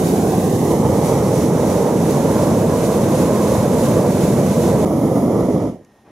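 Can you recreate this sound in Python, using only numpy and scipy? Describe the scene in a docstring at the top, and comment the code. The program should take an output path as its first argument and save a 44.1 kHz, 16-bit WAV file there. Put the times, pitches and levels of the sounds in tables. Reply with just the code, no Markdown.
"""A hot-air balloon's burner roars in an open field, under the surging hiss of its propane jets.
Roar and hiss are shaped noise, coloured by short echoes that shift as the microphones swing down.
The level dips briefly, and the blast goes on as heard from a more shaded spot.
Then the valve shuts and the flame dies; a faint metal tone (a wavering sine) and a click (noise plus
ringing sines) can be heard over a soft rush of noise in the field."""
import sys
import numpy as np
from scipy import signal
from scipy.fft import rfft, irfft
from scipy.io import wavfile
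from scipy.ndimage import uniform_filter1d

SR = 44100
rng = np.random.default_rng(int(sys.argv[2]) if len(sys.argv) > 2 else 0)


def waveform_to_disk(signal):
    """Save audio, clipped to [-1, 1], as 16-bit WAV at the path in sys.argv[1]."""
    frames = np.transpose(np.atleast_2d(signal))
    scaled = np.clip(frames, -1, 1) * 32767
    samples = np.round(scaled).astype(np.int16)
    wavfile.write(sys.argv[1], SR, samples)


N = 269441  # length in samples
FRAME, HOP = 2048, 512  # samples in one short-time spectrum, and from one to the next
TIME = np.arange(N) / SR
FRAME_TIME = np.arange(N // HOP + 5)[:, None] * HOP / SR
BIN_HZ = np.fft.rfftfreq(FRAME, 1 / SR)
TOP_HZ = 15800  # upper limit of the whole sound

# the valve shuts, with a rounded start to the fall
SHUT_S, CLOSING_S = 5.664, 0.021

# colour of the roar in the open and from the shaded spot; only the shape counts: f/Hz, level/dB per Hz
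ROAR_OPEN_COLOUR = [(21, -56), (60, -20.5), (90, -5.5), (170, 0.5), (243, 0), (285, -5.5), (335, -2),
                    (385, -7.5), (450, -3.5), (580, -5.5), (720, -13), (880, -15), (1000, -17),
                    (1350, -28.5), (2400, -42)]
ROAR_SHADED_COLOUR = [(12, -76), (20, -44), (47, -26), (81, -16.5), (119, -7), (224, -3), (260, -4),
                      (320, -3), (384, -9), (520, -7), (684, -12.5), (808, -20.5), (1190, -27.5),
                      (1340, -31), (1560, -44), (2210, -62), (3740, -120)]
# size of the flame, before the short level changes and its dying away: t/s, level/dB
FLAME_SIZE = [(0, -15), (1.8, -14.5), (3.0, -14.5), (4.8, -14), (4.9, -14.5), (5.35, -14.5), (5.6, -16.5)]
# short rises and falls in the roar's level: t/s, level/dB (rise or fall)
ROAR_LEVEL_CHANGES = [(0.06, -1), (0.31, -0.8), (0.58, -1), (0.73, 1.5), (0.85, 2), (1.06, -1.3),
                      (1.71, 0.5), (1.89, -0.5), (2.5, 1.2), (2.8, -2.5), (3.23, 1), (3.98, 2),
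                      (4.15, -2.5), (4.25, 1.5), (4.37, 1.7), (4.54, -3), (4.69, 2), (4.88, -3.3),
                      (4.98, -1.5), (5.1, -2)]
CHANGE_WIDTH_S = 0.022
# the roar's upper range grows and shrinks against its bass: t/s, tilt/dB per octave
ROAR_TILT = [(0, -0.5), (.6, -0.9), (1.1, -0.24), (3.5, 0.5), (4.8, -0.3), (5.6, -.7)]
# a narrow band of the roar stands out, then sinks, as its pitch shifts: t/s, f/Hz (centre), level/dB (lift)
NARROW_BAND = [(0.05, 726, 2), (.35, 730, 9.5), (.6, 730, 3), (.8, 840, 1), (1.3, 850, 1.5), (2.1, 830, -2),
               (2.35, 1040, 4), (2.9, 1030, 1.5), (3.5, 1076, 4), (4, 1070, -7)]
NARROW_WIDTH_HZ = 27
# a broader band below it stands out too, as its pitch shifts: t/s, f/Hz (centre), level/dB (lift)
BROAD_BAND = [(0, 406, 3), (.7, 445, 2.5), (1.2, 620, 3), (1.7, 630, 3), (2.2, 560, -1)]
BROAD_WIDTH_HZ = 53
# the roar's level also drifts a little at random
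DRIFT_DB, DRIFT_HZ = 0.1, 5.2
# after the valve shuts the flame dies away, and loses its small eddies first
FLAME_FALL_DB_PER_S, DULLING_OCTAVES_PER_S = 190, 13


def roar(colour, sputter_db, sputter_hz, top_hz=2600):
    """Eddies of burning gas swell and collapse, too large to make treble; uneven mixing makes them sputter."""
    closed_s = since(FRAME_TIME, SHUT_S, CLOSING_S)
    edge_hz = top_hz * 2 ** (-DULLING_OCTAVES_PER_S * closed_s)
    roll_off_db = 10 * np.log10(1 + (BIN_HZ / edge_hz) ** 8)

    octaves = np.log2(np.clip(BIN_HZ, 100, 1500) / 300)  # the tilt turns around 300 Hz
    tilt_db = at(ROAR_TILT, FRAME_TIME) * octaves
    narrow_db = moving_band(NARROW_BAND, NARROW_WIDTH_HZ)
    broad_db = moving_band(BROAD_BAND, BROAD_WIDTH_HZ)
    colour_db = over_bins(colour) + tilt_db + narrow_db + broad_db + lumps() - roll_off_db
    eddies = turbulence(colour_db)

    changes_db = sum(rise_db * bump(TIME, s, CHANGE_WIDTH_S) for s, rise_db in ROAR_LEVEL_CHANGES)
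    dying_db = FLAME_FALL_DB_PER_S * since(TIME, SHUT_S, CLOSING_S)
    size_db = at(FLAME_SIZE, TIME) + changes_db - dying_db
    drift_db = DRIFT_DB * wander(DRIFT_HZ)
    return eddies * gain_of(size_db + drift_db + sputter_db * wander(sputter_hz))


def moving_band(rows, width_hz):
    """A band of shifting pitch stands out of the roar, or sinks into it where the lift is negative."""
    lift_db = at(rows, FRAME_TIME, column=2)
    return lift_db * bump(BIN_HZ, at(rows, FRAME_TIME), width_hz)


def lumps(lump_db=1.0, below_hz=700):
    """Large eddies come and go, each lifting its own patch of the low roar."""
    field = rng.standard_normal((len(FRAME_TIME), len(BIN_HZ)))
    field = uniform_filter1d(field, size=9, axis=0)  # each patch lasts a few frames
    field = uniform_filter1d(field, size=6, axis=1)  # and covers a few bins
    return lump_db * evened(field) / (1 + (BIN_HZ / below_hz) ** 4)


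# colour of the hiss in the open and from the shaded spot; only the shape counts: f/Hz, level/dB per Hz
HISS_OPEN_COLOUR = [(1000, -0.5), (1600, -3.5), (2100, -3), (2700, -5), (3400, -7), (4200, -6), (4700, -8),
                    (5300, -6), (5900, -2.5), (6900, -2.5), (7900, -6.5), (11300, -5.5), (13000, -10.5),
                    (15700, -19.5)]
HISS_SHADED_COLOUR = [(850, -25), (1450, -2.5), (2080, -5.5), (2560, -11), (3600, -13), (4350, -15.5),
                      (5100, -11), (5870, -9), (6960, -9), (7850, -16), (9680, -9.5), (11200, -8.3),
                      (15000, -19), (15800, -24)]
# the jets surge unevenly, about three times a second: t/s (crest), level/dB (rise)
JET_SURGES = [(.06, 4.5), (.36, 3.5), (.66, 3), (1.07, 4.5), (1.39, 3), (1.73, 3.5), (2.14, 3.5), (2.44, 3),
              (2.84, 4.0), (3.18, 4), (3.52, 4), (3.85, 3.5), (4.25, 3), (4.6, 3)]
SURGE_WIDTH_S = 0.13
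# the gas pressure also trembles at random
UNREST_DB, UNREST_HZ = 0.68, 17
# the hiss is strongest at about 4 s and a little weaker on either side
STRONGEST_S, WEAKENING_DB_PER_S = 4.1, 0.26
# the valve is eased back: the hiss sinks and its top softens (softening as it is at TOP_HZ)
EASE_S, EASE_DB_PER_S, SOFTEN_DB_PER_S = 5.17, 8.5, 26.5
# once the valve shuts, the hiss falls this much faster still
HISS_FALL_DB_PER_S = 172
# the top of the hiss is brighter while the microphones still point up: lift, lower edge, how long
UPWARD_DB, UPWARD_HZ, UPWARD_S = 2, 9800, 1
# the hiss has a sharper edge for a while beside a head: centre, width, lift, time, half-length
SHEEN_HZ, SHEEN_WIDTH_HZ, SHEEN_DB, SHEEN_S, SHEEN_LENGTH_S = 5800, 620, 2.5, 1.5, 0.87


def hiss(colour, level_db, flutter_db, flutter_hz):
    """Propane tears out of the nozzles, fluttering quickly on top of its slow surges."""
    upper_range = BIN_HZ ** 8 / (BIN_HZ ** 8 + UPWARD_HZ ** 8)
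    lift_db = UPWARD_DB * bump(FRAME_TIME, 0, UPWARD_S) * upper_range
    sheen_now_db = SHEEN_DB * bump(FRAME_TIME, SHEEN_S, SHEEN_LENGTH_S)
    sheen_db = sheen_now_db * bump(BIN_HZ, SHEEN_HZ, SHEEN_WIDTH_HZ)
    eased_s = since(FRAME_TIME, EASE_S, CLOSING_S)
    softening_db = SOFTEN_DB_PER_S * eased_s * (BIN_HZ / TOP_HZ) ** 2
    jets = turbulence(over_bins(colour) + lift_db + sheen_db - softening_db + scatter())

    surges_db = sum(rise_db * bump(TIME, s, SURGE_WIDTH_S) for s, rise_db in JET_SURGES)
    weakening_db = WEAKENING_DB_PER_S * abs(TIME - STRONGEST_S)
    easing_db = EASE_DB_PER_S * since(TIME, EASE_S, CLOSING_S)
    shutting_db = HISS_FALL_DB_PER_S * since(TIME, SHUT_S, CLOSING_S)
    flow_db = level_db + surges_db - weakening_db - easing_db - shutting_db
    unrest_db = UNREST_DB * wander(UNREST_HZ)
    return jets * gain_of(flow_db + unrest_db + flutter_db * wander(flutter_hz))


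def scatter(ripple_db=1.8, above_hz=1500, below_hz=11000):
    """Many weak reflections off people and gear leave a fine, still ripple in the treble."""
    returned = BIN_HZ / (BIN_HZ + above_hz) / (1 + (BIN_HZ / below_hz) ** 4)
    ripple = uniform_filter1d(rng.standard_normal(len(BIN_HZ)), size=5)
    return ripple_db * returned * evened(ripple)


# how the burner reaches the two microphones:
# f/Hz, likeness (0-1), lead of the left/radians, left minus right/dB
BURNER_STEREO = [(30, 0.88, 0, -0.3), (70, 0.992, -0.08, -0.3), (220, 0.996, -0.22, 0.1),
                 (400, 0.988, -0.36, -3), (480, 0.992, -0.25, -3), (620, 0.99, -0.3, -1.4),
                 (780, 0.95, -0.45, -6), (1050, 0.96, -0.33, -2.3), (1400, 0.8, -0.5, -4.5),
                 (1900, 0.55, -0.2, -6.5), (2500, 0.62, -0.2, -3.3), (3300, 0.5, -0.3, -3.3),
                 (4000, 0.2, -0.3, -0.8), (6400, 0.55, -0.15, -0.1), (8200, 0.15, -0.8, 0.6),
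                 (9500, 0.25, -3, 0.6), (14000, 0.11, 0, -4.3)]


def turbulence(colour_db):
    """Noise of a given colour from the burner, shaded and echoed by what stands near."""
    return steady_noise(microphones(BURNER_STEREO) * surroundings() * gain_of(colour_db))


# as the microphones swing past a head, a broad hollow moves through the left side:
# t/s, f/Hz (centre), level/dB (loss)
HEAD_SHADE = [(0, 1350, 8), (.2, 1500, 1), (.4, 3000, 1.5), (.86, 2970, 1.5), (1.2, 3300, 1),
              (3.6, 3320, 0.5)]
# a short echo off a bystander's head; its delay shortens as the microphones come down, and on the
# shaded left side it can outweigh the direct sound:
# t/s, delay/ms (left), strength left, strength right (direct sound = 1)
HEAD_ECHO = [(0, 1.33, 2, .15), (.15, 1.26, 2, .2), (.37, 1.07, 1.6, .45), (.7, .92, 1.1, .65),
             (1.05, .87, .6, .3), (1.6, .85, .2, .1), (2.2, .8, 0, 0), (4.82, .89, 0, 0),
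             (4.87, .89, 1.4, .5)]
# a second echo, off a surface a little farther away: t/s, delay/ms, strength (direct sound = 1)
SURFACE_ECHO = [(0, 2.75, .25), (.3, 2.7, .45), (.55, 2.66, .35), (.8, 2.36, .3), (2.1, 2.3, .17),
                (2.4, 1.9, .17), (4.8, 1.88, .2), (4.9, 1.88, 0)]


def surroundings(shade_octaves=1.0, right_later_ms=0.11):
    """What the echoes and the head's shadow do to the burner's sound at each microphone."""
    octaves, centre = np.log2(BIN_HZ + 1), np.log2(at(HEAD_SHADE, FRAME_TIME))
    shade_db = at(HEAD_SHADE, FRAME_TIME, column=2) * bump(octaves, centre, shade_octaves)
    head_ms = at(HEAD_ECHO, FRAME_TIME)
    left_strength = at(HEAD_ECHO, FRAME_TIME, column=2)
    right_strength = at(HEAD_ECHO, FRAME_TIME, column=3)
    left = echoed(head_ms, left_strength, low_hz=1120, high_hz=3500) * gain_of(-shade_db)
    right = echoed(head_ms + right_later_ms, right_strength, low_hz=1020, high_hz=3260)
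    surface_ms = at(SURFACE_ECHO, FRAME_TIME)
    surface_strength = at(SURFACE_ECHO, FRAME_TIME, column=2)
    surface = echoed(surface_ms, surface_strength, low_hz=300, high_hz=1260)
    return np.array([left, right]) * surface


def echoed(delay_ms, strength, low_hz, high_hz):
    """Direct sound plus an echo at equal power: bass bends round a small surface, treble sinks into a soft one."""
    bass_kept = BIN_HZ ** 4 / (BIN_HZ ** 4 + low_hz ** 4)
    treble_kept = 1 / (1 + (BIN_HZ / high_hz) ** 4)
    returned = strength * bass_kept * treble_kept
    later = np.exp(-2j * np.pi * BIN_HZ * delay_ms / 1000)
    return (1 + returned * later) / np.sqrt(1 + returned ** 2)


# burner metal rings on after the blast: pitch, level at the right, time of its peak, half-length
RING_HZ, RING_DB, RING_S, RING_WIDTH_S = 1850, -66.5, 5.98, 0.35


def ring(waver_hz=2, shimmer_db=0.5, left_db=-7.0):
    """One thin tone of the burner's metal, a little to the right, uncovered when the flame stops."""
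    turns = np.cumsum(RING_HZ + waver_hz * wander(30)) / SR
    tone = evened(np.sin(2 * np.pi * turns)) * bump(TIME, RING_S, RING_WIDTH_S)
    tone = tone * gain_of(RING_DB + shimmer_db * wander(25))
    return np.array([gain_of(left_db) * tone, tone])


# a small click and its duller rebound: t/s, level/dB (crack, before its band filter), level/dB (ring)
CLICK_TAPS = [(5.848, -49, -45), (5.849, -49, -50)]
# what the click rings with: f/Hz, level/dB (relative to the ring), time to fall by 60 dB/s
CLICK_TONES = [(6550, -4, .009), (7000, -8, .006), (9900, -13, .006)]


def clicks(crack_t60=.016):
    """Each tap is a short crack that rings a few modes of a small hard part."""
    out = np.zeros(N)
    band = signal.butter(2, [1200, 6000], "band", fs=SR, output="sos")
    for s, crack_db, ring_db in CLICK_TAPS:
        t = TIME[TIME >= s] - s
        crack = signal.sosfilt(band, rng.standard_normal(len(t)))
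        crack = crack * gain_of(crack_db - 60 * t / crack_t60)
        modes = sum(gain_of(db - 60 * t / t60) * np.sin(2 * np.pi * hz * t) for hz, db, t60 in CLICK_TONES)
        out[N - len(t):] += gain_of(ring_db) * modes + crack
    return out


# colour of a soft background rush in the field; only the shape counts: f/Hz, level/dB per Hz
RUSH_COLOUR = [(18, -46), (40, -14), (136, 0), (234, 0), (460, -8), (815, -9), (1410, -21), (1800, -19),
               (2190, -25), (3900, -28), (4700, -33), (5300, -28), (6800, -30), (7900, -39), (9000, -32.5),
               (11500, -34), (15000, -47)]
RUSH_DB = -53
# the background reaches both microphones nearly alike, except in the treble:
# f/Hz, likeness (0-1), lead of the left/radians, left minus right/dB
BACKGROUND_STEREO = [(200, .99, 0, .3), (1100, .96, 0, .4), (1450, .85, 0, .5), (3400, .94, 0, -.5),
                     (5500, .6, 0, -1), (9000, .2, 0, 0)]
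# the background swells a little after the blast: start, rise time, level, band
SWELL_S, SWELL_RISE_S, SWELL_DB, SWELL_LOW_HZ, SWELL_TOP_HZ = 6.042, 0.028, -47.5, 396, 1700


def background():
    """A soft rush straight ahead, uncovered when the flame stops; it swells more in the body than at the top."""
    rush = steady_noise(microphones(BACKGROUND_STEREO) * gain_of(over_bins(RUSH_COLOUR)))
    outside_band = (BIN_HZ / SWELL_TOP_HZ) ** 2 + (SWELL_LOW_HZ / (BIN_HZ + 1)) ** 2
    swell_colour_db = over_bins(RUSH_COLOUR) - 10 * np.log10(1 + outside_band)
    swell = steady_noise(microphones(BACKGROUND_STEREO) * gain_of(swell_colour_db))
    rise = np.clip((TIME - SWELL_S) / SWELL_RISE_S, 0, 1)
    return gain_of(RUSH_DB) * rush + gain_of(SWELL_DB) * rise * swell


def microphones(stereo):
    """Random short-time spectra for two close microphones, as alike at each pitch as the table says."""
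    a, b, c, d = rng.standard_normal((4, len(FRAME_TIME), len(BIN_HZ)))
    same = np.clip(over_bins(stereo), 0, 1)
    lead = np.exp(1j * over_bins(stereo, column=2))
    lean = gain_of(over_bins(stereo, column=3)) * lead
    left = a + 1j * b
    right = same * left + np.sqrt(1 - same ** 2) * (c + 1j * d)
    # keeps the power of the two added together the same at every pitch
    return np.array([left * lean, right]) / np.sqrt(abs(lean) ** 2 + 1 + 2 * same * lean.real)


def steady_noise(pair):
    """Turns short-time spectra into sound held at a steady level."""
    x = signal.istft(pair.swapaxes(1, 2), nperseg=FRAME, noverlap=FRAME - HOP)[1][:, :N]
    return x / np.sqrt(uniform_filter1d(x.mean(0) ** 2, size=4000))


def wander(rate_hz):
    """Smooth random movement of rms 1, mostly slower than the rate."""
    hz = np.fft.rfftfreq(N, 1 / SR)
    slow = rfft(rng.standard_normal(N)) * np.exp(-(hz / rate_hz) ** 2)
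    return evened(irfft(slow, N))


def since(t, start_s, knee_s):
    """Seconds gone by since a start, with a rounded knee."""
    return knee_s * np.logaddexp(0, (t - start_s) / knee_s)


def bump(x, centre, width):
    """A smooth rise to 1 and fall back to 0."""
    return np.exp(-((x - centre) / width) ** 2)


def at(rows, t, column=1):
    """Reads one column of a curve at the times t."""
    rows = np.array(rows)
    return np.interp(t, rows[:, 0], rows[:, column])


def over_bins(rows, column=1):
    """Reads one column of a spectrum on a log-frequency axis."""
    rows = np.array(rows)
    return np.interp(np.log(BIN_HZ + 1), np.log(rows[:, 0] + 1), rows[:, column])


def gain_of(db):
    """Decibels to amplitude."""
    return 10 ** (np.asarray(db) / 20)


def evened(x):
    """Scales to rms 1."""
    return x / np.sqrt(np.mean(x ** 2) + 1e-20)


# the level dips briefly as the listening spot changes: start t/s, end t/s
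DIP = (4.8507, 4.856)


def scene():
    """The blast from the open spot, then its end from the shaded one."""
    in_open = (roar(ROAR_OPEN_COLOUR, sputter_db=0.45, sputter_hz=67.0)
               + hiss(HISS_OPEN_COLOUR, level_db=-36.0, flutter_db=0.3, flutter_hz=150))
    shaded = (roar(ROAR_SHADED_COLOUR, sputter_db=1.46, sputter_hz=70)
              + hiss(HISS_SHADED_COLOUR, level_db=-41.0, flutter_db=0.4, flutter_hz=110))
    burner = np.where(TIME < DIP[0], in_open, shaded + ring())
    return burner + background() + clicks()


def record(dry, dip_db=-18):
    """The level dips for an instant between the two spots; then a low-pass filter removes the extreme treble."""
    dipped = uniform_filter1d(1. * (TIME >= DIP[0]) * (TIME < DIP[1]), size=30)
    low_pass = signal.firwin(1023, TOP_HZ, window=("kaiser", 9), fs=SR)
    return signal.oaconvolve(dry * gain_of(dip_db * dipped), low_pass[None], "same")


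dry = scene()
out = record(dry)
waveform_to_disk(out)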